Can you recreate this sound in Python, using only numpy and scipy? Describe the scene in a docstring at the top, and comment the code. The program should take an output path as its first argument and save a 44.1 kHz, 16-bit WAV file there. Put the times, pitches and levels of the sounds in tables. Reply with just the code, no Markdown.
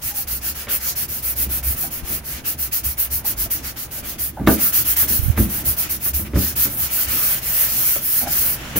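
"""First the hiss of fine grit: a sanding sponge goes back and forth over a painted sheet-metal door on a
porch, a few metres from a stereo microphone. Noise bands of hiss, scratch and rasp follow the hand's speed;
the steel shudders as a wandering low tone and resonant noise, and knocks in its frame ring decaying modes.
Brief noise bands creak, shaped noise murmurs as far traffic, and a breeze rumbles and puffs of wind
swing briefly at the microphone ports."""
import sys
import numpy as np
from scipy import signal
from scipy.fft import rfft, irfft, next_fast_len
from scipy.io import wavfile
from scipy.ndimage import uniform_filter1d, map_coordinates

SR = 44100
rng = np.random.default_rng(int(sys.argv[2]) if len(sys.argv) > 2 else 0)


def bounce(signal):
    """Save signal as a 16-bit WAV file at the path given by the first command-line argument."""
    frames = np.transpose(np.atleast_2d(signal))
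    limited = np.clip(frames, -1, 1)
    pcm = np.round(limited * 32767).astype(np.int16)
    wavfile.write(sys.argv[1], SR, pcm)


N = 387631


def amp(db):
    """Decibels to amplitude gain."""
    return 10 ** (np.asarray(db) / 20)


def unit(x):
    """Scaled to rms 1, all channels together."""
    return x / np.sqrt(np.mean(x ** 2) + 1e-20)


def along(points, hz, axis=1):
    """One column of a (f/Hz, value, ..) table, read on a log frequency axis."""
    cols = np.transpose(points)
    return np.interp(np.log(hz + 1), np.log(cols[0] + 1), cols[axis])


def line(s, value):
    """A value per sample, straight between (t/s, value) points."""
    return np.interp(np.arange(N) / SR, s, value)


def wobble(rate):
    """A random curve, straight between knots, rate knots a second."""
    knots = rng.standard_normal(int(N * rate / SR) + 4)
    return map_coordinates(knots, [np.arange(N) * rate / SR], order=1)


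def filtered(x, response):
    """x shaped by a real or complex response of frequency."""
    m = next_fast_len(N + SR // 2)
    return irfft(rfft(x, m) * response(np.fft.rfftfreq(m, 1 / SR)), m)[..., :N]


def resonances(modes):
    """Causal response of (f/Hz, width/Hz, level/dB) resonances, summed with alternating sign."""
    def response(f):
        total = 0
        for k, (center, width, db) in enumerate(modes):
            damping = 1j * f * width
            total = total + (-1) ** k * amp(db) * damping / (center * center - f * f + damping)
        return total
    return response


def millisecond_grid():
    """Times in seconds, one per millisecond."""
    return np.arange(N * 1000 // SR + 1) / 1000


def summed(levels_db, rest_db):
    """Rows of levels on the millisecond grid, added as powers over a resting level: dB per sample."""
    power = (amp(levels_db) ** 2).sum(0) + amp(rest_db) ** 2
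    return line(np.arange(len(power)) / 1000, 10 * np.log10(power))


def swells(rows, rest_db):
    """(t/s, level/dB, rise/s, fall/s) rows: each climbs to its peak and falls away evenly in dB."""
    s, db, rise, fall = np.transpose(rows)[:, :, None]
    since = millisecond_grid() - s
    return summed(db - 20 * np.maximum(-since / rise, since / fall), rest_db)


# left-right likeness at the microphone: (f/Hz, correlation 0-1)
LIKENESS = [(30, 0.97), (130, 0.97), (290, 0.85), (640, 0.48), (1400, .25), (3000, 0.13)]


def pair(response):
    """Stereo noise of rms 1: alike in the bass, nearly unrelated in the treble."""
    def mid_side(hz):
        turn = np.arccos(np.clip(along(LIKENESS, hz), 0, 1)) / 2
        return response(hz) * np.array([np.cos(turn), np.sin(turn)])
    mid, side = filtered(rng.standard_normal((2, N)), mid_side)
    return unit(np.array([mid + side, mid - side]))


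def patchy(noise, patchy_db):
    """Noise of rms 1 with patches of random gain, some 300 Hz by 60 ms."""
    z = signal.stft(noise, nperseg=512)[2]
    field = uniform_filter1d(rng.standard_normal(z.shape[1:]), size=4, axis=0)
    field = uniform_filter1d(field, size=10, axis=1)
    return unit(signal.istft(z * amp(patchy_db * unit(field)), nperseg=512)[1][:, :N])


# course of the far traffic before small wobbles: (t/s, level/dB)
MURMUR_LEVEL = [(0.0, -45), (0.56, -41), (1.52, -41), (2.08, -38), (2.76, -45.5), (3.28, -39.5), (4.1, -42),
                (4.36, -48), (4.53, -36), (5.24, -43), (5.6, -36), (6.17, -41), (7.0, -40.5), (7.17, -34.5),
                (8.1, -42.5), (8.25, -34.5), (8.79, -35)]
# its relative spectrum: (f/Hz, level/dB per Hz)
TRAFFIC_SPECTRUM = [(20, -5.5), (60, -2), (150, -3.5), (300, -16.5), (600, -12), (1200, -18), (2200, -20),
                    (4000, -29.5), (7000, -58), (10000, -31), (16000, -39)]


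def traffic():
    """Far behind the porch: a dull, slowly changing murmur of shaped noise."""
    s, db = np.transpose(MURMUR_LEVEL)
    return amp(line(s, db) + 1.36 * wobble(4)) * pair(lambda hz: amp(along(TRAFFIC_SPECTRUM, hz)))


# gusts of a light breeze at the microphone: (peak t/s, level/dB, 20 dB rise/s, 20 dB fall/s)
BREEZE_GUSTS = [(.3, -64, .8, .8), (1.85, -52, .4, .4), (2.4, -45, .3, .3), (5.05, -48, .4, .5),
                (5.72, -44, .3, .3), (5.97, -52, .3, .3), (7.33, -46, .4, .4), (7.55, -52, .5, .5),
                (7.85, -51, .5, .5), (8.15, -56, .6, .6)]
BREEZE_REST_DB = -70  # between gusts


def breeze():
    """Wind on the microphone: lumpy low rumble, unrelated between the ports."""
    spectrum = [(10, -20), (30, -6), (60, -5), (130, -11), (300, -60)]  # (f/Hz, level/dB per Hz)
    rumble = filtered(rng.standard_normal((2, N)), lambda hz: amp(along(spectrum, hz)))
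    lumps = amp(4.4 * np.array([wobble(12), wobble(12)]))
    return amp(swells(BREEZE_GUSTS, BREEZE_REST_DB)) * unit(lumps * rumble)


# puffs of wind on one microphone port: (centre t/s, level/dB, f/Hz, port 0 left or 1 right)
WIND_PUFFS = [(2.041, -20.6, 55, 0), (5.197, -6.6, 86, 1), (5.236, -9.6, 65, 1), (5.264, -7.6, 75, 1),
              (5.286, -5.6, 114, 1), (5.304, -0.1, 86, 1)]


def puffs():
    """Each puff pushes one membrane and lets it swing back: a sine under a short bell curve."""
    out, t = np.zeros((2, N)), np.arange(-SR // 20, SR // 20) / SR
    for s, db, hz, port in WIND_PUFFS:
        push = -np.sin(2 * np.pi * hz * t - .3) * np.exp(-(t * hz / 0.55) ** 2)
        out[round(port), round(s * SR) - SR // 20:][:len(t)] += amp(db) * push
    return out


def porch(x):
    """Walls, floor and ceiling answer: a noise tail, shortest in the bass, longer near 600 Hz and above 5 kHz."""
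    hz, t, z = signal.stft(rng.standard_normal((2, SR // 2)), SR, nperseg=256)
    t60 = along([(150, 0.091), (600, 0.26), (2000, 0.13), (5000, 0.3)], hz)[:, None]  # (f/Hz, t60/s)
    tail = signal.istft(z * amp(-60 * t / t60), SR, nperseg=256)[1]
    delayed = np.pad(x, (300, 0))[None]  # about 7 ms
    return signal.fftconvolve(delayed, tail / np.linalg.norm(tail[0]), axes=1)[:, :N]


# short creaks of the door: (start t/s, length/s, pitch f/Hz, level/dB before the fade in and out,
# blur 0-1, low tone near a third of the pitch: relative level/dB)
DOOR_CREAKS = [(.10, 0.2, 810, -46, .04, -30), (1.831, 0.056, 750, -34.5, 0.26, -18),
               (3.244, 0.033, 860, -35, 0.54, -22), (3.455, .05, 657, -38, 0.17, -20),
               (4.365, 0.065, 740, -31.5, 0.5, -25), (7.959, 0.024, 565, -33, 0.8, -15),
               (8.212, 0.099, 706, -30.5, 0.4, -6), (8.268, 0.03, 740, -25.5, .45, -7.5)]


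def creaks():
    """Brief stick-slip: a blurred band around the pitch, a weaker one an octave up, and a falling low tone."""
    out = np.zeros(N + SR)
    for s, length, hz, db, blur, low_db in DOOR_CREAKS:
        u = np.arange(round(length * SR)) / (length * SR)  # 0 to 1 through the creak
        slips = rfft(rng.standard_normal(SR // 4))
        f = np.fft.rfftfreq(SR // 4, 1 / SR) / hz
        at_pitch = np.exp(-((f - 1) / (.5 * blur)) ** 2)
        octave_up = 0.17 * np.exp(-((f - 2) / (0.73 * blur)) ** 2)
        band = irfft(slips * (at_pitch + octave_up))[:len(u)]
        low = np.sqrt(2) * np.sin(2 * np.pi * np.cumsum(hz / 3 * (1.1 - 0.19 * u)) / SR)
        fade = np.sin(np.pi * np.sqrt(u)) ** 2.2
        out[round(s * SR):][:len(u)] += amp(db) * (unit(band) + amp(low_db) * low) * fade
    return out[:N]


# the door meets its frame: (t/s, relative level/dB, then relative boom, thud and snap level/dB)
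FRAME_KNOCKS = [(.670, -26, -18, -7, -9), (1.461, -29, -9, 3.5, -25), (2.101, -22.5, -16, -5, -26),
                (4.397, -18.5, -9, 4, -31), (4.410, -22.5, -21, 6, -24), (4.434, -28, -7, 13, -20),
                (4.473, 0, -26, -3, -15.5), (5.026, -25, -12, -1, -10), (5.104, -28, 0, 6, -18),
                (5.376, -14, -4, 6, -16), (5.399, -11.5, -0.5, 5, -47), (6.058, -32.5, -3, 5.5, -5),
                (6.195, -28, 3.5, 7.5, -18), (6.335, -17, -13, -9, -25), (6.357, -12.5, -5, 2.5, -21),
                (6.649, -23.5, -13, 3, -15), (7.956, -32, -18, -4, -9), (8.758, -14, -20, -4, -22.5)]
# clusters of close modes of the struck door: (nominal f/Hz, relative level/dB, t60/s)
DOOR_MODES = [(66, -16, 0.41), (89, 12.5, .15), (125, -6.5, .2), (166, -11.5, .2), (198.7, -4, 0.3),
              (247.7, -7, 0.34), (313.5, -5.5, 0.32), (432.4, -10, .25), (579, -9.5, 0.27),
              (716, -15, 0.22), (905, -11.5, 0.14), (1172, -7.5, 0.14), (1402, -7.5, 0.11),
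              (1670, -8.5, 0.16), (2100, -1.5, 0.04), (2860, -16, 0.061), (3644, -15.5, 0.034)]


def knocks():
    """Each blow rings every cluster of modes anew; its snap sets the crack and the upper modes."""
    out, t = np.zeros(N + SR), np.arange(SR // 3) / SR
    hz, level_db, t60 = np.repeat(DOOR_MODES, 6, axis=0).T[:, :, None]  # six modes a cluster
    upper = np.clip(np.log(hz / 330) / np.log(4.5), 0, 1)
    for s, db, boom_db, thud_db, snap_db in FRAME_KNOCKS:
        luck = rng.standard_normal((len(hz), 3))  # pitch, phase and level of each mode
        upper_db = upper * (snap_db + 10.0)
        reach_db = np.where(hz < 110, boom_db + 0.34, np.where(hz < 225, thud_db, upper_db))
        tones = np.sin(2 * np.pi * hz * (1 + 0.077 * luck[:, :1]) * t + 1.65 * luck[:, 1:2])
        # every mode needs a fraction of its own cycle to build up
        build_up = 1 - np.exp(-t * hz / .35)
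        ring = amp(level_db + reach_db + 1.2 * luck[:, 2:] - 60 * t / t60) * tones * build_up
        crack_noise = uniform_filter1d(rng.standard_normal(len(t)), size=5)
        crack = amp(snap_db + 12.0 - 60 * t / 0.062) * crack_noise
        out[round(s * SR):][:len(t)] += amp(db - 11.0) * (ring.sum(0) + crack)
    # the knocks have little sound below about 50 Hz
    return filtered(out[:N], lambda f: (1j * f / (48 + 1j * f)) ** 2)


# pushes of the hand that set the whole leaf booming: (peak t/s, level/dB, 20 dB rise/s, 20 dB fall/s)
HAND_PUSHES = [(0.055, -32.0, 0.045, 0.046), (0.338, -33.6, 0.22, 0.46), (0.858, -42.6, 0.46, 0.188),
               (1.106, -34.4, 0.04, 0.054), (1.273, -37.2, 0.163, 0.04), (1.488, -29.3, 0.322, 0.185),
               (1.681, -20.7, 0.094, 0.119), (2.182, -38.1, 0.441, 0.184), (2.342, -33.6, 0.04, 0.097),
               (2.657, -34.5, 0.238, 0.063), (2.878, -23.1, 0.06, 0.061), (3.157, -28.4, 0.186, 0.077),
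               (3.41, -27.4, 0.097, 0.119), (3.685, -33.4, 0.135, 0.04), (4.218, -38.8, 0.46, 0.46),
               (4.493, -19.9, 0.122, 0.08), (4.868, -37.1, 0.46, 0.446), (5.113, -30.3, 0.142, 0.207),
               (5.394, -15.6, 0.086, 0.128), (5.687, -23.9, 0.058, 0.077), (5.95, -36.5, 0.22, 0.129),
               (6.159, -24.5, 0.094, 0.177), (6.362, -16.5, 0.04, 0.145), (6.574, -37.9, 0.278, 0.314),
               (6.825, -32.7, 0.057, 0.061), (7.082, -28.5, 0.051, 0.091), (7.477, -33.6, 0.055, 0.046),
               (8.32, -42.0, 0.46, 0.46), (8.775, -29.7, 0.04, 0.172)]
BOOM_REST_DB = -48  # between pushes
# low resonances of the leaf, then those of its panels: (f/Hz, width/Hz, relative level/dB)
LEAF_MODES = [(68, 41, -2.5), (108, 54, -6.5), (35.2, 30, -16)]
PANEL_MODES = [(120.4, 34, 1), (161.4, 24, -2), (216, 28.4, -1.6), (265, 30, -2.1), (322, 31, -2.2)]
# course of the panel rattle: (t/s, level/dB)
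RATTLE_LEVEL = [(0, -48), (.5, -44.5), (1.05, -46), (2.15, -40), (2.89, -46), (3.3, -46), (3.6, -40),
                (3.87, -43), (4.43, -42), (4.92, -41), (5.34, -36), (5.85, -39), (6.31, -41), (6.95, -43),
                (7.13, -35), (7.3, -44), (7.95, -46), (8.25, -41), (8.6, -44), (8.79, -38)]


def shudder():
    """Uneven hand pressure keeps the low bending of the leaf and its panels going."""
    swing_hz = 66 * (1 + 0.0988 * wobble(12))
    swing = np.sqrt(2) * np.sin(2 * np.pi * np.cumsum(swing_hz) / SR)
    push = amp(swells(HAND_PUSHES, BOOM_REST_DB))
    boom = push * (amp(1.8 * wobble(25)) * swing + amp(-8.0) * pair(resonances(LEAF_MODES)))
    rattle = unit(amp(3.3 * wobble(20)) * pair(resonances(PANEL_MODES)))
    return boom + amp(line(*np.transpose(RATTLE_LEVEL))) * rattle


# strokes of the sponge: (start t/s, length/s, speeding-up time constant/s before each layer's share,
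# then for hiss, scratch and rasp in turn: peak level/dB, swell from start to end level/dB)
HAND_STROKES = [(0.01, 0.136, 0.01, -22.3, 16.4, -33.7, 10.2, -38.7, 16.6),
                (0.122, 0.141, 0.073, -19.6, -11.3, -32.9, -5.6, -41.4, 5.4),
                (0.268, 0.143, 0.005, -21.8, 15.3, -33.8, 8.1, -39.5, 2.1),
                (0.399, 0.155, 0.054, -21.1, -5.9, -32.2, -3.2, -37.2, 7.2),
                (0.543, 0.137, 0.004, -27.8, 11.1, -38.2, 8.5, -37.9, 7.5),
                (0.68, 0.121, 0.01, -16.8, 21.2, -30.0, 13.7, -30.0, -1.1),
                (0.768, 0.187, 0.09, -20.1, -0.9, -27.6, 7.8, -36.9, 6.5),
                (0.948, 0.132, 0.009, -20.0, 14.0, -33.0, 8.7, -37.3, 6.3),
                (1.076, 0.155, 0.006, -23.2, 13.4, -36.0, 10.6, -41.9, 8.4),
                (1.215, 0.142, 0.007, -18.8, 21.3, -35.2, 16.3, -37.5, 14.1),
                (1.343, 0.156, 0.068, -17.8, -19.4, -32.6, -13.3, -37.3, 7.6),
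                (1.48, 0.148, 0.027, -18.9, -1.4, -34.3, 2.6, -36.6, 12.1),
                (1.624, 0.144, 0.006, -18.8, 21.2, -35.2, 14.7, -38.2, 7.8),
                (1.745, 0.164, 0.023, -20.4, 5.6, -36.3, 5.9, -39.8, 7.3),
                (1.899, 0.132, 0.009, -24.8, 11.2, -38.3, 7.7, -40.8, 9.8),
                (2.018, 0.203, 0.086, -21.4, -4.3, -35.2, -7.2, -37.7, 8.3),
                (2.23, 0.2, 0.023, -25.2, -9.7, -36.2, 1.4, -37.2, 17.5),
                (2.435, 0.135, 0.03, -19.3, -6.0, -32.7, -6.0, -34.8, -1.9),
                (2.569, 0.144, 0.05, -19.4, -19.8, -34.5, -8.6, -39.8, 7.1),
                (2.709, 0.133, 0.031, -17.0, -20.0, -29.1, -14.9, -35.3, -2.9),
                (2.829, 0.142, 0.012, -18.6, -5.6, -32.1, -8.7, -37.4, -2.2),
                (2.966, 0.14, 0.026, -15.8, -19.8, -33.3, -11.9, -36.5, 2.9),
                (3.093, 0.143, 0.044, -18.0, -19.1, -32.0, -19.4, -40.6, -3.2),
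                (3.236, 0.126, 0.043, -15.9, -20.6, -29.7, -10.2, -37.3, 5.9),
                (3.356, 0.139, 0.074, -18.9, -21.5, -31.9, -15.2, -38.4, 1.8),
                (3.497, 0.143, 0.013, -17.5, -21.8, -32.6, -6.4, -37.9, -2.0),
                (3.612, 0.133, 0.082, -25.9, -13.4, -34.2, -9.2, -36.7, 1.2),
                (3.757, 0.13, 0.007, -26.0, 13.6, -35.4, 5.4, -39.1, -3.4),
                (3.905, 0.127, 0.006, -26.0, 16.2, -38.1, 13.5, -41.2, 10.4),
                (4.017, 0.168, 0.048, -26.0, -8.2, -37.3, -2.6, -38.6, 2.9),
                (4.179, 0.152, 0.01, -20.1, 5.7, -33.4, -7.6, -40.1, -0.6),
                (4.464, 0.121, 0.005, -16.5, 19.8, -30.8, 14.6, -30.1, -2.7),
                (4.559, 0.177, 0.032, -14.8, 12.3, -29.8, 7.1, -32.7, 3.4),
                (4.719, 0.136, 0.009, -13.4, 8.8, -27.1, 2.9, -31.8, 4.6),
                (4.834, 0.135, 0.016, -15.8, 15.3, -30.4, 12.5, -33.2, 12.6),
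                (4.955, 0.131, 0.008, -14.2, 10.0, -28.3, 4.5, -31.2, 4.5),
                (5.07, 0.156, 0.009, -16.0, 9.8, -29.5, 2.0, -33.8, -2.9),
                (5.188, 0.197, 0.025, -24.0, -21.0, -41.1, -6.8, -41.2, -0.5),
                (5.356, 0.161, 0.032, -18.6, -20.4, -34.6, -14.4, -35.0, -4.0),
                (5.483, 0.167, 0.01, -21.1, 11.6, -35.4, 10.2, -36.8, 12.6),
                (5.632, 0.146, 0.035, -15.6, -15.0, -31.9, -9.3, -37.3, 7.8),
                (5.756, 0.154, 0.025, -17.2, -21.2, -30.7, -5.1, -34.3, 12.8),
                (5.885, 0.119, 0.012, -18.8, -4.7, -32.7, -2.2, -36.2, -1.9),
                (5.977, 0.154, 0.089, -17.2, 8.9, -33.6, 4.9, -38.0, 14.4),
                (6.13, 0.145, 0.007, -18.1, -3.9, -32.0, -14.2, -37.6, -5.8),
                (6.241, 0.062, 0.041, -33.9, -17.6, -45.8, -4.6, -38.3, 2.2),
                (6.336, 0.224, 0.029, -19.7, 4.7, -31.0, 1.9, -35.6, 1.1),
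                (6.552, 0.15, 0.006, -15.5, 17.2, -28.4, 15.2, -32.5, 9.6),
                (6.661, 0.158, 0.015, -25.6, 10.8, -39.1, -13.8, -38.9, -14.3),
                (6.733, 0.178, 0.085, -17.8, -13.6, -31.4, 7.6, -34.6, 17.2),
                (6.884, 0.205, 0.015, -17.3, 12.8, -30.4, 10.8, -32.9, 8.0),
                (7.064, 0.363, 0.015, -17.1, 4.5, -30.0, -0.5, -31.1, 0.9),
                (7.406, 0.307, 0.013, -15.3, 15.4, -30.2, 9.3, -31.3, 11.0),
                (7.656, 0.369, 0.01, -15.7, 10.5, -29.6, 2.5, -33.7, 2.5),
                (7.987, 0.294, 0.026, -16.4, 6.6, -31.1, 10.2, -35.2, 8.7),
                (8.253, 0.336, 0.027, -16.1, 5.4, -29.7, -2.2, -34.2, -1.4),
                (8.556, 0.331, 0.003, -38.2, -17.6, -41.9, 3.5, -35.4, 4.5),
                (8.752, 0.103, 0.01, -16.8, -16.4, -30.7, -1.4, -33.4, -7.1)]
SLOW_DOWN_S = .042  # time constant at the end of a stroke, before each layer's share
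# each layer: (power of speed its amplitude follows, shares of the hand's rise and fall times,
# level between strokes/dB)
HISS_LAW, SCRATCH_LAW, RASP_LAW = (2.5, 1.0, 1.0, -46), (1.8, .79, .89, -56), (2.1, .22, .7, -58)


def stroke_levels():
    """The hand speeds up, slides and slows; hiss, scratch and rasp each follow the speed by their own law."""
    start, length, speed_up, *layers = np.transpose(HAND_STROKES)[:, :, None]
    since = np.clip(millisecond_grid() - start, 0, length)
    levels = []
    laws = (HISS_LAW, SCRATCH_LAW, RASP_LAW)
    for peak_db, swell_db, (power, rise, fall, rest_db) in zip(layers[::2], layers[1::2], laws):
        speeding = 1 - np.exp(-since / (rise * speed_up))
        slowing = 1 - np.exp((since - length) / (fall * SLOW_DOWN_S))
        shape_db = power * 20 * np.log10(speeding * slowing + 1e-9) + swell_db * since / length
        levels.append(summed(peak_db + shape_db - shape_db.max(1, keepdims=True), rest_db))
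    return levels


# relative spectra of the fine grit and of the coarser grains as each microphone port hears them:
# (f/Hz, left level/dB per Hz, right level/dB per Hz)
GRIT_SPECTRUM = [(6000, -51, -35), (7300, -21, -20.5), (8400, -13.5, -13), (8880, -14.5, -5),
                 (9960, -13, -3.5), (12100, -2, -1.5), (12800, -3, -1), (14300, 3, 1), (15500, 2, 0.5),
                 (16700, -8.5, -10)]
SCRATCH_SPECTRUM = [(3000, -41, -14), (4150, -5, -5), (4330, -4, -4), (5940, -0.5, -3), (6300, -0.5, -3),
                    (7370, -3.5, -5.5), (9200, -18, -16)]
# relative spectrum of the rasp carried by the steel skin: (f/Hz, level/dB per Hz)
RASP_SPECTRUM = [(250, -24), (600, -7), (1050, -7.5), (1300, 0), (1650, 0), (2000, -0.5), (2900, 0),
                 (3600, -4), (5000, -19)]


def sanding():
    """Grit hiss, coarser scratch and the rasp of the steel skin under each stroke."""
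    hiss_db, scratch_db, rasp_db = stroke_levels()
    # grains catch in clusters, so the hiss is rough at the millisecond scale
    clusters = amp(0.5 * wobble(900) + 0.88 * wobble(60))
    grit = clusters * rng.standard_normal((2, 2, N))

    def ports(table):
        return lambda hz: amp([along(table, hz, axis=1), along(table, hz, axis=2)])
    hiss = patchy(filtered(grit[0], ports(GRIT_SPECTRUM)), patchy_db=0.8)
    scratch = patchy(filtered(grit[1], ports(SCRATCH_SPECTRUM)), patchy_db=1.5)
    rasp = patchy(pair(lambda hz: amp(along(RASP_SPECTRUM, hz))), patchy_db=1.7)
    # the louder the hiss, the brighter it is
    top = filtered(hiss, lambda hz: np.clip((hz - 10500) / 3000, 0, 1))
    hiss = hiss + (amp(0.23 * (hiss_db + 20.5)) - 1) * top
    return amp(hiss_db) * hiss + amp(scratch_db) * scratch + amp(rasp_db) * rasp


def scene():
    """All sources at the microphone; the porch answers only the knocks and creaks."""
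    door = knocks() + creaks()
    low = door + amp(-8.5) * porch(door) + shudder() + traffic()
    low = low * amp([[-.6], [.6]])  # a little stronger on the right, dB
    return low + sanding() + puffs() + breeze()


TOP_HZ = 15760  # band limit


def record(dry):
    """Peaks flatten near full scale; nothing passes above the band limit."""
    soft = dry / (1 + np.abs(dry) ** 8) ** (1 / 8)
    return filtered(soft, lambda hz: hz < TOP_HZ)


dry = scene()
out = record(dry)
bounce(out)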